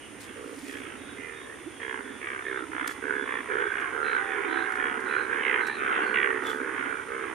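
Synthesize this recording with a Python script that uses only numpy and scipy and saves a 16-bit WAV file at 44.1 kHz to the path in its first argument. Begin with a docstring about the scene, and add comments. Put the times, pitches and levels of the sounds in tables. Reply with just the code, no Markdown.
"""Bullfrogs call in a rain-flooded puddle: harsh and round voices trade croaks, and more join as the chorus builds.
Each croak is a slowing train of pulses that ring the throat and vocal sac; farther frogs blur together behind.
A deeper voice throbs underneath in even bouts of short, upward-bending tones.
Frogs splash as they jump, in bursts of crackling noise; raspy chirps, whistles and one long tone come from far off.
Low outdoor air and a thin high hiss over the wet grass are shaped noise."""
import sys
import numpy as np
from scipy import signal
from scipy.fft import rfft, irfft, next_fast_len
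from scipy.io import wavfile
from scipy.ndimage import map_coordinates

SR = 44100
rng = np.random.default_rng(int(sys.argv[2]) if len(sys.argv) > 2 else 0)


def to_wav(sig):
    """Store sig (one row per channel, or 1-D mono) as 16-bit WAV at the path in sys.argv[1].

    Samples outside -1..1 are clipped; the rate is SR.
    """
    pcm = np.clip(np.atleast_2d(sig), -1, 1) * 32767
    pcm = np.round(pcm).astype(np.int16)
    wavfile.write(sys.argv[1], SR, pcm.T)  # frames by channels


N = 323694  # length in samples


def amp(db):
    """Amplitude factor for a level in dB."""
    return 10 ** (np.asarray(db) / 20)


def unit(x):
    """Scaled to rms 1."""
    return x / np.sqrt(np.mean(x ** 2) + 1e-20)


def along(points, hz):
    """Read a curve of (Hz, value) points on a log frequency axis."""
    point_hz, value = np.transpose(points)
    return np.interp(np.log(hz + 1), np.log(point_hz + 1), value)


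def clock(length_s):
    """Sample times over a length in seconds."""
    return np.arange(int(length_s * SR)) / SR


def curves(rows):
    """One value per sample for each column after the time."""
    time_s, *columns = np.transpose(rows)
    return [np.interp(np.arange(N) / SR, time_s, column) for column in columns]


def wobble(rate):
    """A smooth random curve, rate knots a second."""
    knots = rng.standard_normal(int(N * rate / SR) + 4)
    return map_coordinates(knots, [np.arange(N) * rate / SR])


def filtered(x, response):
    """x times a complex response of frequency."""
    m = next_fast_len(N + SR // 4)
    spectrum = rfft(x, m) * response(np.fft.rfftfreq(m, 1 / SR))
    return irfft(spectrum, m)[..., :N]


def add(track, start_s, sound):
    """Mix a sound into a track from a start time."""
    start = int(np.clip(round(start_s * SR), 0, N))
    track[..., start:start + sound.shape[-1]] += sound[..., :N - start]


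def noise(spectrum, apart_db):
    """Stereo noise of rms 1; apart_db is the part that differs between the sides."""
    mid, side = filtered(rng.standard_normal((2, N)), lambda hz: amp(along(spectrum, hz)))
    side = amp(apart_db) * side
    return unit(np.array([mid + side, mid - side]))


def outdoors(x, near_db, near_t60, far_db, far_t60, apart_db=-8):
    """Direct sound, quick scatter from water and bank, and a faint tail from the trees; t60 in s."""
    t = clock(.3)

    def scatter(t60):
        decay = amp(-60 * t / t60) * (t > .001)
        return unit(rng.standard_normal(len(t)) * decay) / np.sqrt(len(t))

    mid, side = [amp(near_db) * scatter(near_t60) + amp(far_db) * scatter(far_t60) for _ in range(2)]
    path = (t == 0) + mid + np.outer([1, -1], amp(apart_db) * side)
    path = path / np.sqrt(np.sum(path ** 2) / 2)
    return signal.fftconvolve(x[None], path, axes=1)


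# Spectral shape of the low outdoor air: frequency_hz, relative_density_db (per Hz)
AIR_SPECTRUM = [(25, -16.5), (60, -5), (110, -4), (180, -9), (280, 4.5), (440, -0.5), (620, -8.5),
                (1000, -9.5), (2000, -6), (3400, -14), (4200, -28), (6000, -74)]
# Spectral shape of the thin hiss: frequency_hz, relative_density_db (per Hz)
HISS_SPECTRUM = [(2500, -75), (4300, -5.5), (6700, 1.5), (7900, -7), (8600, 6), (9350, 11.5), (10200, 1),
                 (11400, -15.5), (12700, -10), (15000, -22)]


def background(air_db=-46, hiss_db=-54):
    """Low outdoor air whose level drifts gently, and a steady high hiss."""
    drift_db = 1.0 * wobble(6)
    air = amp(air_db + drift_db) * noise(AIR_SPECTRUM, apart_db=-7.5)
    hiss = amp(hiss_db) * noise(HISS_SPECTRUM, apart_db=-0.5)
    return air + hiss


def croak(length, first_rate, slowing, throat_hz, throat_width, sag, sac_hz, sac_db,
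          hollow_db, bright_db, edge_db,
          sac_width=150, sac_sag=0.095, hollow_width=360, bright_width=490):
    """Slowing pulses swell and fade; each rings the sac and a throat whose pitch slides as the air runs out."""
    swell, size_db, stray, jitter_s = .5, 1.35, .014, .0001
    puff, puff_lead_s, sac_lead_s = .55, .0027, .0025
    pulse = np.arange(int(length * first_rate * (1 - slowing / 2)))
    # place in the croak, 0 to 1, at which each pulse falls when the rate drops steadily
    u = (1 - np.sqrt(np.abs(1 - 2 * slowing * pulse / (first_rate * length))))[:, None] / slowing
    late, size, bend, gap, kick = rng.standard_normal((64, 5))[:len(pulse)].T[:, :, None]
    effort = np.abs(np.sin(np.pi * u)) ** swell * amp(size_db * size)
    t = clock(.02)

    def ring(hz, width, db, growth):
        """One soft-edged ring per pulse; growth says how steeply it follows the effort."""
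        x = 4 * width * t
        shape = x ** 2 * np.exp(-x)
        shape = shape * np.sqrt(2 * SR / first_rate / np.sum(shape ** 2))
        return amp(db) * effort ** growth * shape * np.sin(2 * np.pi * hz * t)

    slide = 1 + sag * (.5 - u) + stray * bend
    # hollow, throat and two bright resonances: centre_hz, width_hz, level_db, growth
    modes = [(0.704 * throat_hz, hollow_width, hollow_db, 1.05),
             (throat_hz, throat_width, 0, 1),
             (1.267 * throat_hz, bright_width, bright_db, 1.05),
             (3120, 700, edge_db, 1.3)]
    throat = sum(ring(hz * slide, width, db, growth) for hz, width, db, growth in modes)
    sac_slide = 1 + sac_sag * (.5 - u) + 2 * stray * gap
    sac = ring(sac_hz * sac_slide, sac_width, sac_db, growth=0.56)

    opening = u * length + jitter_s * late
    # a usually weaker puff leaks out just before each opening
    puff_at = opening - puff_lead_s * np.exp(0.22 * gap)
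    sac_at = opening - sac_lead_s + 2 * jitter_s * bend
    at = np.vstack([opening, puff_at, sac_at])
    sounds = np.vstack([throat, puff * kick * throat, sac])
    places = (np.abs(at + t) * SR + .5).astype(int)
    return np.bincount(places.ravel(), sounds.ravel(), int((length + .05) * SR))


def radiated(x, low_hz=255, high_hz=3500):
    """A frog's small body sends out little bass, and its soft skin little treble."""
    x = signal.sosfilt(signal.butter(N=4, Wn=low_hz, btype="high", fs=SR, output="sos"), x)
    return signal.sosfilt(signal.butter(N=10, Wn=high_hz, fs=SR, output="sos"), x)


# Swelling level of the farther frogs: time_s, level_db
CHORUS_LEVEL = [(0, -59), (1.6, -51.5), (3, -44.5), (3.6, -39.5), (4.4, -35), (5.2, -37.5), (6, -32.5),
                (6.6, -36.5), (7.34, -42)]


def far_frogs(count=44):
    """Farther frogs call at loosely spaced random times and blur into one another."""
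    out = np.zeros((2, N))
    for i, (shift, pace, build) in enumerate(rng.uniform(-1, 1, (count, 3))):
        throat_hz = 1540 * (1 + .07 * build)
        call = croak(.34, 67 + 3 * pace, .11, throat_hz, throat_width=470, sag=0.3, sac_hz=394,
                     sac_db=-5.0, hollow_db=-3.0, bright_db=-1.5, edge_db=-18.5)
        start_s = (i + shift / 2) * N / SR / count
        add(out, start_s, outdoors(call, near_db=-2, near_t60=.04, far_db=-6, far_t60=.22, apart_db=-5))
    return unit(radiated(out)) * amp(curves(CHORUS_LEVEL)[0])


def chirp(length, hz, stray, size_db=2, fall=0.021):
    """A quick, slightly falling train of tiny rings that stray in pitch and blend into a rasp."""
    rate, ring_s = 310, .0015  # rings per s, ring width in s
    count = max(int(length * rate), 1)
    size, bend = rng.standard_normal((160, 2))[:count].T
    t = clock(count / rate)
    ring = np.minimum((t * rate).astype(int), count - 1)
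    u = t * rate / count  # 0 to 1 through the chirp
    swell = np.sqrt(np.abs(np.sin(np.pi * u)))
    pulses = np.exp(-((t - (ring + .5) / rate) / ring_s) ** 2)
    level = swell * amp(size_db * size[ring]) * pulses
    pitch_hz = hz * (1 + fall * (.5 - u) + stray * bend[ring])
    return unit(level * np.sin(2 * np.pi * np.cumsum(pitch_hz) / SR))


def whistle(length, hz, waver=0.011, waver_rate=8, fall=0.01, companion=.915, companion_db=-3):
    """A clean note wavering in pitch, with a weaker tone just below it."""
    t = clock(length)
    u = t / length
    pitch_hz = hz * (1 + fall * (.5 - u) + waver * np.cos(2 * np.pi * waver_rate * t))
    phase = 2 * np.pi * np.cumsum(pitch_hz) / SR
    notes = np.sin(phase) + amp(companion_db) * np.sin(companion * phase)
    return unit(np.sqrt(np.sin(np.pi * u)) * notes)


# Far high chirps, and in the last row the short high plink of a drop at the splash: start_s, length_s,
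# pitch_hz, pitch_scatter (share), level_db (before the shared trim)
FAR_CHIRPS = [(0, 0.086, 2940, .035, -50.5), (1.53, 0.18, 3490, 0.017, -59), (1.7, 0.27, 3280, 0.014, -53),
              (2.003, 0.21, 3426, 0.018, -54), (2.408, 0.24, 3500, 0.033, -52),
              (2.758, 0.21, 3410, 0.0089, -49.5), (3.127, 0.34, 3410, 0.008, -50),
              (3.576, 0.15, 3410, .012, -50), (4.026, 0.16, 3940, 0.037, -50.5),
              (4.036, 0.31, 3476, 0.0085, -52.5), (4.475, 0.2, 3880, 0.048, -52),
              (4.471, 0.17, 3450, .014, -50.5), (5.05, 0.21, 3940, 0.038, -53),
              (5.602, 0.2, 3880, .04, -48.5), (5.998, 0.15, 4300, 0.013, -56.5),
              (6.443, 0.079, 3440, 0.022, -39)]
# Far wavering whistles: start_s, length_s, pitch_hz, level_db (before the shared trim)
FAR_WHISTLES = [(0.972, 0.217, 3720, -52), (1.31, 0.18, 3680, -51)]
# Path of the thin distant tone, before its wavering: time_s, pitch_hz, level_db
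LONG_TONE = [(3.65, 723, -82), (3.78, 704, -51), (4.1, 760, -56), (4.27, 783, -38.5), (4.42, 763, -51),
             (4.55, 766, -41.5), (4.8, 755, -44), (4.95, 728, -49.5), (5.1, 690, -80)]


def distant_calls(trim_db=-3):
    """Raspy high chirps, a drop's high plink and whistles smeared by distance, and one long tone wavering in
    pitch and level."""
    out = np.zeros(N)
    for start_s, length, hz, stray, db in FAR_CHIRPS:
        add(out, start_s, amp(db + trim_db) * chirp(length, hz, stray))
    for start_s, length, hz, db in FAR_WHISTLES:
        add(out, start_s, amp(db + trim_db) * whistle(length, hz))
    hz, db = curves(LONG_TONE)
    tone_level = amp(db + 2.4 * wobble(27))
    tone_hz = hz * (1 + 0.0092 * wobble(46))
    tone = tone_level * np.sin(2 * np.pi * np.cumsum(tone_hz) / SR)
    return outdoors(out, near_db=-3, near_t60=.06, far_db=-5, far_t60=.28)[:, :N] + tone


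# Bouts of the deep voice: first_throb_s, last_throb_s, pitch_hz (mid-bout), level_db (before the arch)
DEEP_BOUTS = [(0.116, 0.307, 255, -44.5), (0.467, 0.87, 278, -37), (0.957, 1.196, 269, -37.5),
              (1.614, 1.613, 335, -40), (1.675, 1.675, 330, -29), (1.942, 2.17, 264, -37),
              (2.632, 2.89, 297, -34.5), (2.992, 3.407, 268, -36), (4.791, 5.112, 254, -38.5),
              (5.169, 5.72, 248, -44.5), (5.789, 6.23, 241, -39.5), (6.3, 6.934, 280, -35.5),
              (6.39, 6.86, 260, -40)]


def deep_frog(width=0.011, rise=0.1, overtone_db=-24, arch_db=3, sag=0.045):
    """Even bouts of soft throbs, each a few cycles bending upward; a bout swells midway and sinks in pitch."""
    throbs_per_s, jitter_s = 16.2, .0008  # the rate is rounded to fit whole throbs in a bout
    scatter_db, stray = 1, .012
    out = np.zeros(N)
    t = clock(.1) - .05
    for first, last, bout_hz, bout_db in DEEP_BOUTS:
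        count = round((last - first) * throbs_per_s) + 1
        for u, (size, bend, late) in zip(np.linspace(0, 1, count), rng.standard_normal((20, 3))):
            hz = bout_hz * (1 + sag * (.5 - u) + stray * bend)
            db = bout_db + arch_db * np.sin(np.pi * u) + scatter_db * size
            phase = 2 * np.pi * hz * (t + rise * t ** 2 / (2 * width))
            tone = np.sin(phase) + amp(overtone_db) * np.sin(2 * phase)
            throb = np.exp(-(t / width) ** 2) * tone
            centre_s = first + u * (last - first) + jitter_s * late
            add(out, centre_s + t[0], amp(db) * throb)
    return outdoors(out, near_db=-12, near_t60=.08, far_db=-11, far_t60=.4)[:, :N]


def around_body(pair, turn, centre_hz=1480, width_hz=270):
    """Sound bending round the microphone body reaches the left port with its phase turned in one band."""
    m = next_fast_len(pair.shape[1])
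    hz = np.fft.rfftfreq(m, 1 / SR)
    bend = turn * np.exp(-((hz - centre_hz) / width_hz) ** 2)
    return irfft(rfft(pair, m) * np.exp(1j * np.outer([1, 0], bend)), m)


# Kinds of voice by name, levels against the throat: throat_width_hz, throat_sag (share), sac_hz,
# hollow_db, bright_db, edge_db, port_phase_turn_rad
FROG_VOICES = {"harsh": (364, 0.24, 414.5, -10, -5.5, -17.5, 3),
               "round": (251, -0.01, 420.5, -16, -12, -36.5, 2),
               "hollow": (310, -0.03, 420, -4, -6, -19, 3), "falling": (262, 0.3, 410, -15, -9, -25, 1.5),
               "shrill": (300, 0.48, 416, -12, -4.5, -15.5, 3),
               "thin": (397, 0.44, 392, -11, -3.5, -7, 9.5),
               "booming": (324, 0.35, 345, -3.5, -3.5, -16.5, -8)}
# Croaks of the near frogs: start_s, length_s, voice, first_pulses_per_s, slowing (share of that rate
# lost by the end), throat_hz, level_db, sac_db (against the throat)
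NEAR_CROAKS = [(0.204, 0.23, "thin", 70, 0.13, 1660, -51.5, -5),
               (0.343, 0.22, "round", 63, .11, 1350, -48.5, 6),
               (0.637, 0.26, "thin", 70, .11, 1680, -45.5, 0),
               (0.735, 0.26, "thin", 62, 0.12, 1610, -45.5, -2.5),
               (0.979, 0.23, "round", 56, 0.1, 1500, -56, -2.5),
               (1.158, 0.28, "harsh", 83, .11, 1850, -44, -2.5),
               (1.389, 0.22, "round", 76, 0.12, 1760, -49.5, 1.5),
               (1.788, 0.24, "harsh", 67.5, 0.11, 1635, -35, -10),
               (1.958, 0.23, "round", 86, 0.094, 1670, -45.5, -0.5),
               (2.2, 0.24, "harsh", 70.5, 0.1, 1680, -34.5, -10),
               (2.436, 0.22, "falling", 66.5, .065, 1570, -33, -8.5),
               (2.702, 0.235, "hollow", 65.3, .09, 1640, -33.5, -13),
               (3.012, 0.25, "round", 74, 0.1, 1610, -30.5, -9),
               (3.244, 0.19, "hollow", 65.4, .11, 1690, -33.5, -9.5),
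               (3.47, 0.23, "harsh", 62.4, 0.12, 1570, -34, -5.5),
               (3.485, 0.2, "round", 73, 0.052, 1560, -29.5, -6.5),
               (3.634, 0.26, "round", 59.4, 0.029, 1580, -34, -12.5),
               (3.711, 0.22, "harsh", 72, 0.16, 1620, -35, -17),
               (3.912, 0.26, "round", 80, .14, 1475, -30, -8.5),
               (4.031, 0.21, "harsh", 62.2, 0.15, 1690, -31.5, -13),
               (4.071, 0.2, "round", 68, 0.16, 1574, -32, -18),
               (4.25, 0.28, "harsh", 73.5, 0.12, 1590, -34, -7.5),
               (4.215, .18, "round", 73, 0.12, 1550, -38.5, -8),
               (4.427, 0.221, "booming", 70.4, 0.051, 1480, -36, -1.5),
               (4.479, 0.23, "round", 64, 0.068, 1604, -31.5, -13.5),
               (4.669, 0.23, "round", 59, 0.021, 1540, -30, -15.5),
               (4.759, 0.23, "harsh", 76, 0.14, 1610, -31.5, -10.5),
               (4.929, 0.18, "round", 65, 0.053, 1540, -33.5, -12),
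               (5.054, 0.2, "round", 74, .11, 1500, -31, -11),
               (5.074, 0.16, "harsh", 81, 0.12, 1740, -35, -7),
               (5.173, 0.27, "round", 67.6, .13, 1500, -32, -9),
               (5.281, 0.36, "harsh", 80, 0.12, 1640, -32.5, -9),
               (5.42, 0.23, "shrill", 68.2, 0.17, 1820, -28.5, -12),
               (5.437, 0.23, "round", 77, 0.16, 1545, -31.5, -12),
               (5.56, 0.16, "round", 85, .11, 1515, -32.5, -13),
               (5.642, 0.15, "harsh", 73, 0.081, 1750, -37.5, -14),
               (5.764, 0.3, "round", 73.4, .1, 1440, -31, -13.5),
               (5.777, 0.3, "booming", 69, 0.13, 1586, -33.5, -3.5),
               (5.9, 0.18, "thin", 79, 0.12, 1790, -37.5, -1),
               (5.956, 0.33, "round", 66, 0.12, 1520, -31, -8.5),
               (6.129, 0.2, "shrill", 72, 0.1, 1767, -27, -14),
               (6.221, 0.19, "round", 68, 0.13, 1740, -35, -2),
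               (6.397, 0.32, "round", 78, 0.17, 1504, -33, -7.5),
               (6.418, 0.14, "harsh", 63.4, 0.061, 1480, -37, -8),
               (6.584, 0.18, "round", 65, 0.015, 1500, -35.5, -4),
               (6.716, 0.24, "harsh", 66, 0.12, 1640, -36.5, -7),
               (6.739, 0.31, "round", 72, 0.071, 1500, -35, -10),
               (7.06, 0.22, "round", 70, 0.12, 1477, -34, -5.5),
               (7.192, 0.23, "booming", 67, 0.026, 1470, -38.5, -3)]


def near_frogs():
    """Each voice has its own phase turn between the ports; fainter callers sit farther off and blur more."""
    close_db = -21  # a croak at this level gains no extra blur
    blur_grows = .45  # dB of scatter and tail gained per dB below that
    out = np.zeros((2, N))
    for start_s, length, voice, rate, slowing, throat_hz, db, sac_db in NEAR_CROAKS:
        throat_width, sag, sac_hz, hollow_db, bright_db, edge_db, turn = FROG_VOICES[voice]
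        call = amp(db) * croak(length, rate, slowing, throat_hz, throat_width, sag, sac_hz, sac_db,
                               hollow_db, bright_db, edge_db)
        blur_db = blur_grows * (close_db - db)
        pair = outdoors(call, near_db=blur_db - 9.5, near_t60=.024,
                        far_db=blur_db - 18, far_t60=.25, apart_db=-3)
        add(out, start_s, around_body(pair, turn))
    return radiated(out)


# Spectral shape of the spray: frequency_hz, relative_density_db (per Hz)
SPRAY_SPECTRUM = [(300, -25), (1200, 6), (3400, 11.5), (4400, 11), (9000, 11), (14000, 1.5)]
# Splashes and drops: peak_s, rise_s (growth by a factor e), t60_s, level_db
SPLASH_EVENTS = [(0.208, 0.0034, 0.18, -46.5), (0.241, 0.0039, 0.081, -51), (.69, 0.2, 0.74, -51),
                 (2.876, 0.0016, 0.028, -32.5), (2.914, 0.025, 0.17, -46.5), (3.805, .003, .04, -50),
                 (4.722, .002, 0.026, -48), (4.757, .002, .03, -46), (5.005, .003, 0.04, -50),
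                 (5.669, 0.0018, 0.064, -41.5), (6.438, 0.0047, 0.52, -57), (6.468, 0.00045, 0.015, -37),
                 (6.501, 0.031, 0.3, -48.5)]


def splashes(spiky_db=4):
    """A jump throws up a burst of spray: noise made to crackle by fast random level swings."""
    level, t = np.zeros(N), np.arange(N) / SR
    for peak_s, rise, t60, db in SPLASH_EVENTS:
        decay = amp(db - 60 * np.maximum(t - peak_s, 0) / t60)
        level += decay * np.exp(np.minimum(t - peak_s, 0) / rise)
    crackle = amp(spiky_db * wobble(900))
    return level * unit(noise(SPRAY_SPECTRUM, apart_db=-5.5) * crackle)


def scene():
    """The puddle, its frogs and the air around them."""
    return background() + far_frogs() + distant_calls() + deep_frog() + near_frogs() + splashes()


# Tone difference of the two microphone ports: frequency_hz, left_minus_right_db
PORT_TONE = [(60, -14.5), (110, 4), (200, -8.5), (700, -5.5), (1300, -9), (2400, -6.5), (4400, 3.5),
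             (8000, 5.5)]


def record(dry):
    """Two unlike microphone ports: the right hears more body, the left more treble; a band limit cuts the top."""
    top_hz = 15150

    def ports(hz):
        ratio = amp(along(PORT_TONE, hz))
        sides = np.array([ratio, np.ones_like(hz)])
        return sides * np.sqrt(2 / (1 + ratio ** 2)) * (hz < top_hz)

    return filtered(dry, ports)


dry = scene()
out = record(dry)
to_wav(out)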